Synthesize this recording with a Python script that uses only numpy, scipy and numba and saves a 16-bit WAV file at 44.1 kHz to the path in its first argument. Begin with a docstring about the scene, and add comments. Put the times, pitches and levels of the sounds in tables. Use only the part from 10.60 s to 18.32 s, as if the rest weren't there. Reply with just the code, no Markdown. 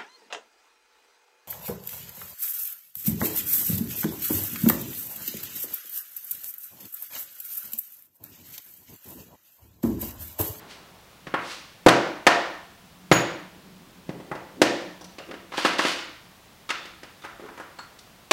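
"""Toolbox and drill on a workshop bench

A plastic storage box lands on a wooden bench in a small hard-walled workshop; its handle drops, a cordless
drill is stood beside it, the latch snaps, the lid swings up with its contents sliding, and a hand picks among
small parts. Knocks are short chattering contacts ringing box and planks, rubs are swells of band-passed noise
or tiny collisions, metal is wavering modes. Dense echoes, room tone and a faint hum surround them; peaks clip."""
import sys
import numpy as np
from scipy import signal
from scipy.fft import rfft, irfft
from scipy.io import wavfile
from numba import njit

SR = 44100
rng = np.random.default_rng(int(sys.argv[2]) if len(sys.argv) > 2 else 0)


def waveform_to_disk(signal):
    """Save audio, clipped to [-1, 1], as 16-bit WAV at the path in sys.argv[1]."""
    frames = np.transpose(np.atleast_2d(signal))
    scaled = np.clip(frames, -1, 1) * 32767
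    samples = np.round(scaled).astype(np.int16)
    wavfile.write(sys.argv[1], SR, samples)


def how_loud(loudness_db):
    """Turn decibels into a plain amplitude multiplier (0 dB gives 1, 20 dB gives 10)."""
    steps = np.asarray(loudness_db, float) / 20
    return 10 ** steps


N = 340487
T = np.arange(N) / SR

# every hard contact: (time [s], what is struck, rim clack [dB], hollow thud [dB], wall knock [dB])
CONTACTS = [(0.669, "handle", -26.5, -37.5, -40), (0.7398, "handle", -15, -26, -19),
            (1.263, "base", -1.5, -4.5, -5.5), (1.285, "base", 1.5, -22, -22),
            (1.6671, "top", 2, -15, -8.5), (2.515, "drill", 2, -8.5, -54),
            (3.492, "latch", -31, -30.5, -47), (3.6004, "latch", -38.5, -42, -49),
            (3.7146, "latch", -26.5, -32.5, -27), (3.7516, "latch", -30.5, -34.5, -62),
            (4.0167, "catch", -3.5, -9, -30), (4.097, "latch", -40, -33, -52),
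            (4.1393, "latch", -45, -45, -53), (4.2198, "latch", -34, -41, -52),
            (4.411, "hinge", -35.5, -44, -43), (4.443, "hinge", -33, -48, -64),
            (4.584, "edge", -27.5, -40.5, -41), (4.6882, "lid", -34, -50, -48),
            (4.7112, "lid", -24, -40, -41), (4.74, "lid", -28.5, -38, -64), (4.9204, "lid", -24, -44, -37),
            (4.938, "lid", -45, -39, -30.5), (4.9794, "lid", -28, -28.5, -21.5),
            (5.049, "lid", -4.5, -19, -14.5), (5.1852, "edge", -15.5, -40, -48),
            (5.1912, "lid", -10, -24, -16.5), (5.2499, "lid", -9, -22, -40),
            (5.3896, "edge", -27, -47, -36), (6.0911, "bit", -23.5, -46, -35.5),
            (6.103, "tool", -13.5, -36.5, -26.5), (6.2541, "tool", -31, -45.5, -65),
            (6.4321, "tray", -26.5, -43.5, -47), (6.6191, "bit", -41, -55.5, -55),
            (6.639, "tray", -30, -55, -37), (6.6479, "tray", -29, -42.5, -33),
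            (6.7961, "tray", -37, -40.5, -44), (6.8589, "tray", -37, -52, -43.5),
            (6.887, "tray", -37, -47, -38), (6.9767, "tray", -29, -50, -39.5),
            (6.9992, "tray", -28, -40, -33), (7.1879, "part", -47, -50, -35.5),
            (7.3886, "part", -35.5, -75, -71.5), (7.7108, "bench", -3.5, -25.5, -10)]


def unit(x):
    """Scale to rms 1."""
    return x / np.sqrt(np.mean(x ** 2))


@njit
def svf(x, hz, q):
    """State-variable band-pass with a moving centre, gain 1 there."""
    y, b, l = np.empty(len(x)), 0., 0.
    for i in range(len(x)):
        g = np.tan(np.pi * hz[i] / SR)
        v = (b + g * (x[i] + 1e-18 - l)) / (1 + g * (g + 1 / q))
        b, l, y[i] = 2 * v - b, l + 2 * g * v, v / q
    return y


def band(x, hz, q):
    """Band-pass at a fixed or moving centre."""
    return svf(x, np.clip(hz + 0 * x, 1, SR / 2 - SR / 20), 1. * q)


def steep(x, hz, q):
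    """The band-pass applied twice."""
    return band(band(x, hz, q), hz, q)


def colour(x, points):
    """Shape a spectrum by (frequency [Hz], level [dB]) points."""
    hz, db = np.transpose(points)
    f = np.log(np.fft.rfftfreq(len(x), 1 / SR) + 1)
    return irfft(rfft(x) * how_loud(np.interp(f, np.log(hz), db)), len(x))


def add(out, s, x):
    """Mix x into out from time s."""
    i = int(s * SR)
    out[i:i + len(x)] += x[:len(out) - i]


def die_away(t, t60):
    """Exponential decay that falls 60 dB in t60."""
    return np.exp(-np.log(1000) * t / t60)


def earlier():
    """The room still sounds from something set down a moment before: a fading broad band of noise."""
    # the fading echo: (level [dB], t60 [s], centre [Hz])
    db, t60, hz = (-48, 2.1, 420)
    return how_loud(db) * die_away(T, t60) * unit(steep(rng.standard_normal(N), hz, 0.27))


def room_tone():
    """Steady room tone with preamp hiss: noise with a fixed spectrum."""
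    # spectrum before the overall level is set: (frequency [Hz], level per Hz [dB])
    spectrum = [(15, -30.5), (25, -3.5), (49, -6.5), (175, -8.5), (354, -13.5), (439, -13.5), (714, -13),
                (936, -14), (1130, -14), (1440, -17), (3430, -19), (8830, -28), (14400, -28.5),
                (16000, -26.5)]
    return how_loud(-52.5) * unit(colour(rng.standard_normal(N), spectrum))


def hum():
    """A low hum that comes and goes: noise in a narrow band, so its strength also wavers."""
    # slow swell of the hum: (time [s], level [dB])
    swell = [(0.0, -66.5), (1.9, -60.5), (2.6, -51), (3.1, -53.5), (4.302, -55.5), (5.2, -59.5), (6.3, -70),
             (7.72, -69)]
    centre_hz, width_hz = 182, 10
    s, db = np.transpose(swell)
    tone = unit(band(rng.standard_normal(N), centre_hz, centre_hz / width_hz))
    return how_loud(np.interp(T, s, db)) * tone


def rub(source, rows, q):
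    """Each movement speeds up, then dies away, sounding through a broad resonance."""
    out, t, source = np.zeros(N), T[:2 * SR], unit(source)
    for s, rise_s, db, t60, hz in rows:
        speed = np.minimum(t / rise_s, 1) ** 2 * die_away(np.maximum(t - rise_s, 0), t60)
        # every movement takes its own stretch of the source
        stretch = np.roll(source, -int(s * SR))[:len(t)]
        # a lower resonance passes a narrower band, so it is raised to match
        rubbing = steep(stretch, hz, q) * np.sqrt(SR / hz / 4)
        add(out, s, how_loud(db) * speed * rubbing)
    return out


def brush():
    """Sleeve and box brush past: smooth friction noise."""
    # brushing movements: (start [s], rise [s], level [dB], t60 [s], centre [Hz])
    strokes = [(0.06, 0.051, -43, .3, 2840), (0.72, 0.2, -36.5, 0.45, 2970)]
    return rub(rng.standard_normal(N), strokes, q=0.64)


def room(x):
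    """Dense echoes after the first wall; the highest treble dies first."""
    # reverberation time: (frequency [Hz], t60 [s])
    fade_times = [(100, 0.39), (260, 0.54), (700, 0.64), (1840, 0.69), (4850, 0.72), (12800, 0.19)]
    # echo energy: (frequency [Hz], level [dB])
    echo_colour = [(100, -4), (300, -9), (1000, -7), (3000, -10), (6000, -9.5), (10000, -14.5),
                   (14000, -10.5)]
    gap_s = 0.0025
    t, tail = T[:SR], 0
    log_hz, t60s = np.log(np.array(fade_times)[:, 0]), np.array(fade_times)[:, 1]
    for hz in 63 * 2 ** np.arange(0, 8.1, .5):  # half-octave bands
        t60 = np.interp(np.log(hz), log_hz, t60s)
        # dividing by sqrt(t60) keeps long-lived bands from gaining energy
        tail = tail + band(rng.standard_normal(SR), hz, 1.91) / np.sqrt(t60) * die_away(t, t60)
    # silent for one gap, at full strength after two
    tail = colour(tail * np.clip(t / gap_s - 1, 0, 1), echo_colour)
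    return signal.fftconvolve(x, how_loud(-30.5) * tail)[:N]


def push(hits, modes, size):
    """Soft contacts of a given length in samples ring a set of low modes."""
    force = np.zeros(N)
    for s, db in hits:
        add(force, s, how_loud(db) * np.diff(np.hanning(size)))
    return sum(how_loud(db) * band(force, hz, hz / width) for hz, width, db in modes)


def hollow_box():
    """The air and walls of the hollow box thud with every contact."""
    # modes of the hollow box: (frequency [Hz], width [Hz], level [dB])
    box_modes = [(308.8, 58, 12), (483.5, 52, 0.5), (221, 24, 0.5), (560, 23, -3.5)]
    thuds = [(s, thud_db) for s, _, _, thud_db, _ in CONTACTS]
    return how_loud(35) * push(thuds, box_modes, size=70)


def bench_planks():
    """Weight coming onto the bench sets its planks booming."""
    # weight on the bench: (time [s], level [dB])
    loads = [(0.669, -40.5), (0.738, -41), (1.261, -22.5), (1.285, -24), (1.668, -30.5), (2.514, -15.5),
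             (3.49, -33.5), (3.714, -37.5), (4.016, -29), (5.05, -37.5)]
    # modes of the planks: (frequency [Hz], width [Hz], level [dB])
    plank_modes = [(51, 57, -9), (74, 22, -26.5), (131.6, 30, -7.5), (174.6, 88, -2)]
    return how_loud(46.5) * push(loads, plank_modes, size=200)


def panel(force, hz, q, sharp_db):
    """A damped panel with one sharper mode in its middle."""
    return steep(force, hz, q) + how_loud(sharp_db) * steep(force, hz, 9)


def knocks():
    """Each contact chatters briefly: walls knock, rims clack, edges tick; returns sound for us and the room."""
    # by what is struck: (wall pitch [Hz], rim clack centre [Hz], edge tick over the clack [dB],
    # sharp mode over the broad one [dB])
    struck = {"handle": (1097, 2189, -43, -5), "base": (490.5, 1502, -21, -3),
              "top": (691.5, 1830, -21.5, 1), "drill": (1194, 1562, -25.5, -33),
              "latch": (871, 1978, -24, 1.5), "catch": (500, 1805, -15, -1),
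              "hinge": (950.5, 6002.5, -7.5, 0), "edge": (1200, 2800, -32, 3.5),
              "lid": (1146, 1796, -37, -27), "tool": (1282, 2686, -23, -3),
              "tray": (1145.5, 1781, -23, -17), "bit": (1285, 3560, -26, 11),
              "part": (1149.5, 4320, -18, -10), "bench": (710.5, 2730.5, -13.5, -7.5)}
    wall_gain_db, rim_gain_db, edge_gain_db = 14.5, 2, 6.5  # how well each part turns force into sound
    chatter_db, crack_db = -1.5, -12.5  # crack: the hard first touch
    t60_s, fade_shape, rise_s = 0.041, 1.303, .001
    direct, spread = np.zeros(N), np.zeros(N)
    t = T[:SR // 8]
    fade = die_away((t / t60_s) ** fade_shape, 1) * (1 - np.exp(-t / rise_s))
    # a single impulse with the energy of the whole chatter
    click = np.sqrt(np.sum(fade ** 2)) * (t == 0)
    for s, what, clack_db, _, wall_db in CONTACTS:
        wall_hz, clack_hz, tick_db, sharp_db = struck[what]
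        chatter = how_loud(chatter_db) * fade * rng.standard_normal(len(t)) + how_loud(crack_db) * click
        # summed over all directions the chatter loses its fine comb, so the room hears a smooth blow
        for out, force in ((direct, chatter), (spread, click)):
            wall = panel(force, wall_hz, 0.79, sharp_db)
            rim = panel(band(force, clack_hz, q=0.39), clack_hz, 0.65, sharp_db)
            edge = steep(force, 4600, .5)
            add(out, s, how_loud(wall_db + wall_gain_db) * wall)
            add(out, s, -how_loud(clack_db + rim_gain_db) * rim)  # neighbouring modes swing opposite
            add(out, s, how_loud(clack_db + tick_db + edge_gain_db) * edge)
    low = hollow_box() + bench_planks()
    return direct - low, spread - low


def ring(modes, hits, width_hz):
    """Loose metal keeps jostling, so each mode wavers while it fades."""
    out, t = np.zeros(N), T[:SR // 2]
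    for s, hit_db in hits:
        for hz, db, t60 in modes:
            # the second half of the noise, where the narrow filter has settled
            waver = unit(band(rng.standard_normal(SR), hz, hz / width_hz)[-len(t):])
            add(out, s, how_loud(hit_db + db) * die_away(t, t60) * waver)
    return out


def drill_steel():
    """The drill's chuck and bit ring high and thin."""
    # modes of chuck and bit: (frequency [Hz], level [dB], t60 [s])
    steel_modes = [(6767, 0, .45), (9850, -24, .3), (11220, -6, .28), (14530, -16, .28), (15150, -11, .3)]
    # when they are set ringing: (time [s], level [dB])
    steel_hits = [(2.526, -27.5)]
    return ring(steel_modes, steel_hits, width_hz=39)


def rattle(per_s, spread_db):
    """Dense tiny collisions of unequal size."""
    hit, size, sign = rng.random((3, N))
    sizes = how_loud(-spread_db * np.log(size + 1e-9))
    return (hit < per_s / SR) * sizes * np.sign(sign - .5)


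def creaks():
    """Low creaks of the rocking drill, the flexing latch and the pressed box, as dense tiny slips."""
    # creaking movements: (start [s], rise [s], level [dB], t60 [s], centre [Hz])
    slides = [(2.88, 0.058, -49.5, 3.5, 300), (3.5, .05, -34, 0.31, 315), (3.65, 0.056, -45, 0.33, 357),
              (3.93, 0.079, -29.5, 0.071, 290), (4.596, 0.0064, -30.5, 0.047, 467),
              (4.65, 0.056, -35, 0.26, 336), (6.78, 0.056, -37.5, 0.4, 340)]
    return rub(rattle(per_s=3000, spread_db=0.5), slides, q=1.65)


def tumble():
    """Loose contents collide, thrown about by the lid, then stirred by the fingers."""
    # tumbling movements: (start [s], rise [s], level [dB], t60 [s], centre [Hz])
    spills = [(4.9, 0.043, -39, .6, 2500), (4.967, 0.0095, -26, 0.36, 2560),
              (5.04, 0.014, -18, 0.081, 2540), (5.05, .03, -33, 0.5, 2580),
              (5.178, 0.013, -25.5, 0.3, 2750), (5.21, .06, -24, 0.41, 2640), (6.62, .027, -39, 0.25, 1300),
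              (6.79, 0.014, -50.5, 1.4, 1300), (6.956, .022, -51, 0.19, 1300),
              (6.99, 0.017, -57, 0.28, 1300)]
    return rub(rattle(per_s=2400, spread_db=2), spills, q=0.7)


def metal_part():
    """A small metal part rings as the hand picks among the pieces."""
    # modes of the part: (frequency [Hz], level [dB], t60 [s])
    part_modes = [(1400, -1, 0.48), (2930, -18.5, .15), (3700, -14, 0.16), (4340, 1, 0.32),
                  (6750, -10, 0.2), (7670, -8, 0.23)]
    # when it is set ringing: (time [s], level [dB])
    part_hits = [(7.187, -47)]
    return ring(part_modes, part_hits, width_hz=44)


def scene():
    """All sources stand on one bench; knocks and rubs share one room, the thin metal rings stay dry."""
    direct, spread = knocks()
    rubs = brush() + creaks() + tumble()
    metal = drill_steel() + metal_part()
    background = earlier() + room_tone() + hum()
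    return (direct + rubs + metal + room(spread + rubs) + background)[None]


@njit
def limiter(x, limit_db, bite, sense_s, hold_s, release_s):
    """Watches its own clipped output: cuts while that is too loud, holds the cut, then lets go."""
    y, power, cut_db, wait = np.empty(len(x)), 1e-12, 0., 0.
    for i in range(len(x)):
        y[i] = min(max(x[i] * 10 ** (cut_db / 20), -1.), 1.)
        power += (y[i] ** 2 - power) / (sense_s * SR)
        over_db = 10 * np.log10(power + 1e-12) - limit_db
        wait -= 1 / SR
        if over_db > 0:
            # bite: cut speed in dB per second for each dB over
            cut_db, wait = cut_db - bite * over_db / SR, hold_s
        elif wait < 0:
            cut_db -= cut_db / (release_s * SR)
    return y


def low_pass(x):
    """Removes everything above the highest recorded frequency."""
    return signal.sosfilt(signal.butter(12, 16500, fs=SR, output="sos"), x)


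def record(dry):
    """Microphone low cut, limiter with clipping, top cut."""
    low_cut = signal.butter(2, 48, "high", fs=SR, output="sos")
    top_cut = signal.ellip(8, .2, 60, 15800, fs=SR, output="sos")
    mic = signal.sosfilt(low_cut, dry[0])
    limited = limiter(mic, limit_db=-11.5, bite=270.0, sense_s=.05, hold_s=.58, release_s=0.06)
    mix = signal.sosfilt(top_cut, limited[None])
    return low_pass(mix)


dry = scene()
out = record(dry)
waveform_to_disk(out)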